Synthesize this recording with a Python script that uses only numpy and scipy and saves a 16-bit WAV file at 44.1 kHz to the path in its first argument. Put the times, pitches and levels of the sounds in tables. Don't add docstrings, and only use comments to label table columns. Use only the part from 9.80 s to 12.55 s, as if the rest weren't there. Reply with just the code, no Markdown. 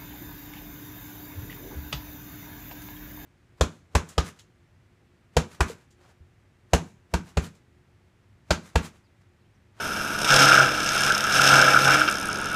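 import sys
import numpy as np
from scipy import signal
from scipy.io import wavfile
from scipy.ndimage import uniform_filter1d

SR = 44100
rng = np.random.default_rng(int(sys.argv[2]) if len(sys.argv) > 2 else 0)


def decibels_to_gain(level_db):
    exponent = np.asarray(level_db, float) / 20
    return 10 ** exponent


def transcribe(signal):
    frames = np.atleast_2d(signal).T
    limited = np.clip(frames, -1, 1)
    pcm = np.round(limited * 32767).astype(np.int16)
    wavfile.write(sys.argv[1], SR, pcm)


N = 121275

# (time [s], speed [turns/s])
ROTOR_SPEED = [(0, 35.0), (.38, 35.12), (.5, 34.8), (.65, 34.5), (.85, 33.85), (1.05, 34.1), (1.25, 34.4),
               (1.55, 34.72), (1.75, 34.22), (2.05, 34.22), (2.35, 34.5), (2.5, 34.73), (2.75, 34.95)]
# (time [s], cutting load [dB], twig crackle above it [dB], thick-wood hum above it [dB])
FEED = [(0, -31, 8, -5), (.44, -31.5, 16, -3), (.47, -21.5, 4, -14), (.52, -16.5, 8, 5.5),
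        (.58, -16.5, 8, 3.5), (.81, -15.5, 1.5, 3), (.9, -24, 2, 3.5), (.98, -28, 7, 0.5),
        (1.16, -25.5, 7.5, -0.5), (1.31, -23, 4.5, 1.5), (1.37, -24.5, -0.5, -5), (1.5, -25.5, 4.5, -3),
        (1.57, -21.5, 10, 3), (1.74, -13.5, 4, 2.5), (1.9, -18.5, 0.5, 4), (2.02, -20.5, 2.5, 2.5),
        (2.09, -15.5, 1, 5), (2.37, -31.5, -1, -11.5)]
# (time [s], level [dB])
FLAIL_FADE = [
    (0, 5),
    (.4, 4),
    (.9, 1),
    (1.5, 4),
    (2.1, 10),
    (2.26, 4),
    (2.75, -18),
]

# (centre [Hz], half width [Hz], gain [dB])
HOUSING_MODES = [(665, 100, 4), (1340, 138, 19), (1616, 152, 16), (2298, 146, 10), (2750, 260, 11.5),
                 (3178, 65, 7), (3563, 376, 8), (5154, 252, 12), (5522, 250, 9.5), (6220, 400, 8.5),
                 (8380, 390, 3), (9280, 290, 2.5), (11300, 630, 3.5), (311, 4.6, 4.5)]
# (frequency [Hz], density [dB])
ROAR_COLOUR = [(25, 0), (80, -7), (250, 2), (1000, -4), (2000, -9.5), (4500, -16.5), (10000, -24.5),
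               (15000, -34)]
CLINK_COLOUR = [(1000, -22), (3000, -7.5), (6000, -1.5), (8500, -2), (11300, -1), (15000, -9)]
SNAP_COLOUR = [(500, 5), (1500, -10), (3000, -4.5), (6000, -6), (11000, -8), (15000, -27)]
CRACK_COLOUR = [(1200, -7.5), (2500, -3.5), (5500, -9), (8000, -28)]
BITE_COLOUR = [(50, -44), (110, -2.5), (300, -1.5), (1000, 0), (2000, 0), (4500, -14), (8000, -17.5),
               (15000, -35.5)]
CRACKLE_COLOUR = [(500, -28.5), (2000, -3), (4500, 0), (8000, -4), (11000, -11), (14500, -16.5)]
TICK_COLOUR = [(1500, -31), (3000, -9), (5500, -7), (7000, -4), (9000, -25), (15000, -38)]
GLINT_COLOUR = [(4000, -34), (7000, -7), (9300, 4.5), (12000, -7), (15000, -14)]

# (multiple of rotor rate, level [dB])
IDLE_ORDERS = [(2, -11), (4, -3), (6, 0), (8, -8), (10, -7), (12, -8), (14, -10), (18, -10), (24, -12),
               (28, -7)]
CUT_ORDERS = [(3, -29), (4, -3), (5, -19), (6, -33), (7, -28), (8, -10.5), (11, -18.5), (12, -33),
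              (13, -23.5), (14, -14), (15, -10.5), (16, -18), (17, -36), (18, -9), (19, -11), (20, -16),
              (21, -45), (22, -10), (23, -20), (24, -10.5), (25, -17), (27, -21.5), (29, -25), (30, -13)]
# (multiple of firing rate, level [dB])
ENGINE_ORDERS = [(2, -75), (3, -49.5), (6, -51), (10, -69), (30, -51.5)]
KNIFE_LEVELS = [3, 2, -4, -4.5]

# (time [s], level [dB], decay [s])
SNAPS = [(.388, -24.5, 0.0054), (.402, -28, 0.0045), (.416, -21, 0.0059), (.431, -22, 0.0036),
         (.445, -19, 0.0068), (0.559, -18.5, 0.0094), (1.541, -25, 0.046), (1.935, -23.5, 0.0055),
         (2.006, -31, 0.0059), (2.14, -29, 0.0034), (1.345, -22, 0.0016), (2.145, -17, .004)]
# (time [s], level [dB], decay [s])
CRACKS = [
    (.504, -17, 0.0033),
    (1.935, -18.5, 0.0046),
    (2.216, -19, .004),
    (2.277, -19, .008),
    (2.286, -22, 0.0044),
]
# (time [s], peak level [dB], ring [Hz], length [s])
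PANEL_RINGS = [
    (.506, -15, 3500, .0012),
    (.475, -33, 965, .03),
    (.68, -35, 308, .12),
    (.95, -36, 304, .13),
    (1.74, -33, 306, .1),
    (1.95, -36, 305, .08),
    (2.19, -30, 305, .11),
    (.55, -41, 25, .04),
    (1.64, -44, 40, .05),
]
# (time [s], peak level [dB], ring [Hz])
KNOCKS = [(0.518, -8, 1540), (0.528, -10, 1480), (0.537, -8, 1470), (0.548, -9, 1360), (0.579, -12, 1460),
          (0.663, -10, 1490), (0.692, -6, 1420), (0.711, -8, 1380), (0.72, -1.5, 1390), (0.741, -10, 1450),
          (0.748, -9, 1470), (0.77, -23, 1480), (0.78, -2.5, 1420), (0.801, -4, 1400), (0.808, -3, 1450),
          (0.868, -11.5, 1460), (0.897, -17, 1380), (1.307, -9.5, 1520), (1.317, -11, 1480),
          (1.503, -15.5, 1450), (1.597, -6.5, 1400), (1.601, -11, 1470), (1.625, -14, 1430),
          (1.653, -8.5, 1410), (1.683, -14, 1450), (1.704, -10, 1440), (1.711, -8, 1470),
          (1.732, -3.5, 1410), (1.763, -8, 1460), (1.769, -7, 1410), (1.79, -5, 1420), (1.799, -5, 1440),
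          (1.827, -2.5, 1460), (1.858, -10, 1440), (1.879, -10, 1440), (1.936, -10, 1460),
          (1.947, -3.5, 1390), (1.965, -4.5, 1410), (1.975, -4, 1410), (2.075, -7.5, 1510),
          (2.092, -7, 1360), (2.105, -8, 1490), (2.114, -14, 1430), (2.218, -5.5, 1430),
          (2.283, -12.5, 1390), (2.288, -12, 1470), (2.492, -17.5, 1390), (2.749, -23, 1430)]
# (time [s], chute ring level [dB], bright level [dB])
TICKS_MID = [(1.004, -19, -46), (1.045, -30, -30.0), (1.061, -18.0, -42), (1.075, -23, -37),
             (1.09, -13.5, -36), (1.12, -25, -37), (1.133, -27, -27), (1.147, -26, -24.0),
             (1.164, -23, -33), (1.178, -20, -28), (1.192, -21, -32), (1.207, -19, -25),
             (1.219, -20.0, -28.0), (1.235, -15, -26), (1.249, -21.0, -25), (1.264, -20.0, -26),
             (1.278, -22, -26), (1.321, -14.5, -25), (1.349, -16, -35), (1.379, -18, -24),
             (1.406, -15, -25), (1.44, -20, -29), (1.468, -27.0, -33.0), (1.498, -22, -32.0)]
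TICKS_END = [(2.298, -26, -25), (2.312, -21.5, -25), (2.325, -22, -28.5), (2.341, -23.5, -32.0),
             (2.355, -24, -36.0), (2.37, -28.0, -39), (2.384, -27, -31.0), (2.399, -27, -31),
             (2.412, -27, -30), (2.428, -27.0, -36.0), (2.456, -26.0, -28.5), (2.471, -26, -30.0),
             (2.485, -31.0, -30), (2.5, -26, -44), (2.514, -30.0, -37), (2.529, -25.0, -30),
             (2.543, -28, -34.0), (2.557, -26.0, -33), (2.572, -30, -36), (2.586, -30.0, -32),
             (2.6, -30, -38.0), (2.614, -32.0, -33.0), (2.63, -31, -40.0), (2.643, -30, -36.0),
             (2.657, -25, -30.5), (2.671, -31.0, -40.0), (2.687, -28, -36.0), (2.7, -30, -39.0),
             (2.715, -28, -35.0), (2.729, -34, -30), (2.744, -28, -31)]


def evened(x):
    return x / np.sqrt(np.mean(x ** 2) + 1e-20)


def curve(points, column=1):
    return np.interp(np.arange(N) / SR, [p[0] for p in points], [p[column] for p in points])


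def slow(seconds):
    size = max(int(seconds * SR), 2)
    smooth = uniform_filter1d(rng.standard_normal(N), size)
    return evened(uniform_filter1d(smooth, size))


def housed(x, colour):
    hz = abs(np.fft.fftfreq(8192, 1 / SR))
    f, db = np.transpose(colour)
    slope = np.interp(np.log(hz + 1), np.log(f), db)
    modes = sum(gain * np.exp(-((hz - centre) / width) ** 2) for centre, width, gain in HOUSING_MODES)
    log = np.log(decibels_to_gain(slope + modes))
    taps = np.fft.ifft(np.exp(log - 1j * signal.hilbert(log).imag)).real[:4096]
    return signal.oaconvolve(x, taps / np.linalg.norm(taps))[:N]


def puffs(sizes, decay_s):
    decays = signal.lfilter([1], [1, -np.exp(-1 / (decay_s * SR))], sizes)
    r = np.exp(-1 / (.0006 * SR))
    return signal.lfilter([1 - r], [1, -r], decays)


def hum(turns, orders, waver_db):
    total = 0
    for k, db in orders:
        level = decibels_to_gain(db + waver_db * min(k, 8) / 6 * slow(0.024))
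        total = total + level * np.sqrt(2) * np.sin(2 * np.pi * (k * turns + rng.random()))
    return total


def passes(turns, spread_db, pattern_db):
    step = np.floor(turns * len(pattern_db)).astype(int)
    knife_db = np.asarray(pattern_db)[step % len(pattern_db)]
    passing = np.diff(step, prepend=step[0]) > 0
    return passing * decibels_to_gain(knife_db + spread_db * rng.standard_normal(N))


def bursts(rows, colour):
    t = np.arange(N) / SR
    envelope = sum(decibels_to_gain(db) * (t > s) * np.exp(-abs(t - s) / decay) for s, db, decay in rows)
    return housed(envelope * rng.standard_normal(N), colour)


def flails(turns):
    strikes = passes(turns + 0.33, 2.0, [0, -4, -3, -4])
    clink = evened(puffs(strikes, .0035) * rng.standard_normal(N))
    return decibels_to_gain(-45.5 + curve(FLAIL_FADE)) * housed(clink, CLINK_COLOUR)


def idle(turns):
    roar = decibels_to_gain(-30 + 1.0 * slow(0.0067)) * housed(rng.standard_normal(N), ROAR_COLOUR)
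    whine = hum(np.arange(N) / SR, [(1460, -40.5)], 2.46)
    rotor = decibels_to_gain(-46) * hum(turns, IDLE_ORDERS, 2.2)
    engine = hum(turns * .8735, ENGINE_ORDERS, 2.6)
    return roar + whine + rotor + engine + flails(turns)


def fractures():
    return bursts(SNAPS, SNAP_COLOUR) + bursts(CRACKS, CRACK_COLOUR)


def bites(turns):
    pulses = evened(puffs(passes(turns, 2, KNIFE_LEVELS), 0.0081))
    lumps = decibels_to_gain(1.5 * slow(0.036))
    tearing = decibels_to_gain(-2) * evened(1 + pulses) * lumps * rng.standard_normal(N)
    thuds = decibels_to_gain(-7) * evened(passes(turns, -4.5, [1, -4, -1, -2.5]))
    high_pass = signal.butter(4, 380, "high", fs=SR, output="sos")
    return tearing + signal.sosfilt(high_pass, thuds)


def chip_crackle(turns):
    chips_per_s = 2900
    spray = 1 + evened(puffs(passes(turns, 0.6, [2.5, -1, -3, 8]), 0.0066))
    sizes = decibels_to_gain(2.5 * np.minimum(rng.exponential(1, N), 4))
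    chips = puffs((rng.random(N) < chips_per_s / SR) * sizes, 0.0016)
    crackle = evened(chips * spray * rng.standard_normal(N))
    return crackle * decibels_to_gain(-9.5 + curve(FEED, column=2))


def grind(turns):
    untouched_db = -31.5
    load = np.sqrt(np.maximum(decibels_to_gain(2 * curve(FEED)) - decibels_to_gain(2 * untouched_db), 0))
    bite = housed(load * bites(turns), BITE_COLOUR)
    crackle = housed(load * chip_crackle(turns), CRACKLE_COLOUR)
    cut_hum = load * decibels_to_gain(-13 + curve(FEED, column=3)) * hum(turns, CUT_ORDERS, 2.63)
    return bite + crackle + cut_hum


def panel_rings():
    t = np.arange(N) / SR
    return sum(decibels_to_gain(db) * np.exp(-((t - s) / length) ** 2) * np.sin(2 * np.pi * hz * t)
               for s, db, hz, length in PANEL_RINGS)


def knocks():
    t = np.arange(N) / SR
    s, db, hz = np.transpose(KNOCKS)[:, :, None]
    shape = np.exp(-((t - s) / .002) ** 2)
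    ring = decibels_to_gain(db) * np.sin(2 * np.pi * hz * t)
    return (shape * ring).sum(axis=0), shape.max(axis=0)


def twigs():
    out = 0
    for column, level_db, colour in ((1, 2.5, TICK_COLOUR), (2, 2, GLINT_COLOUR)):
        hits = np.zeros(N)
        for row in TICKS_MID + TICKS_END:
            hits[round(row[0] * SR)] = decibels_to_gain(row[column] + level_db)
        shape = puffs(hits, 0.00097) + decibels_to_gain(-18.5) * puffs(hits, 0.0031)
        out = out + housed(shape * rng.choice([-1., 1.], N), colour)
    return out


def scene():
    turns = np.cumsum(curve(ROTOR_SPEED)) / SR
    knock, presence = knocks()
    cut = grind(turns + .1) * (1 - .7 * presence) + knock
    return (idle(turns) + fractures() + cut + panel_rings() + twigs())[None]


def roll_off(x):
    return signal.sosfilt(signal.butter(12, 15700, fs=SR, output="sos"), x)


def record(dry):
    overloaded = np.tanh(dry / 2) * 2
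    hz, t, z = signal.stft(overloaded, SR, "cosine", nperseg=2048)
    edge_hz, spread_hz, step_hz = 14900, 420, 340
    wander = np.clip(rng.standard_normal(len(t)), -2, 1.5) * spread_hz
    edge = edge_hz + step_hz * np.round(wander / step_hz)
    limited = signal.istft(z * (hz[:, None] < edge), SR, "cosine", nperseg=2048)[1][:, :N]
    return roll_off(limited)


dry = scene()
out = record(dry)
transcribe(out)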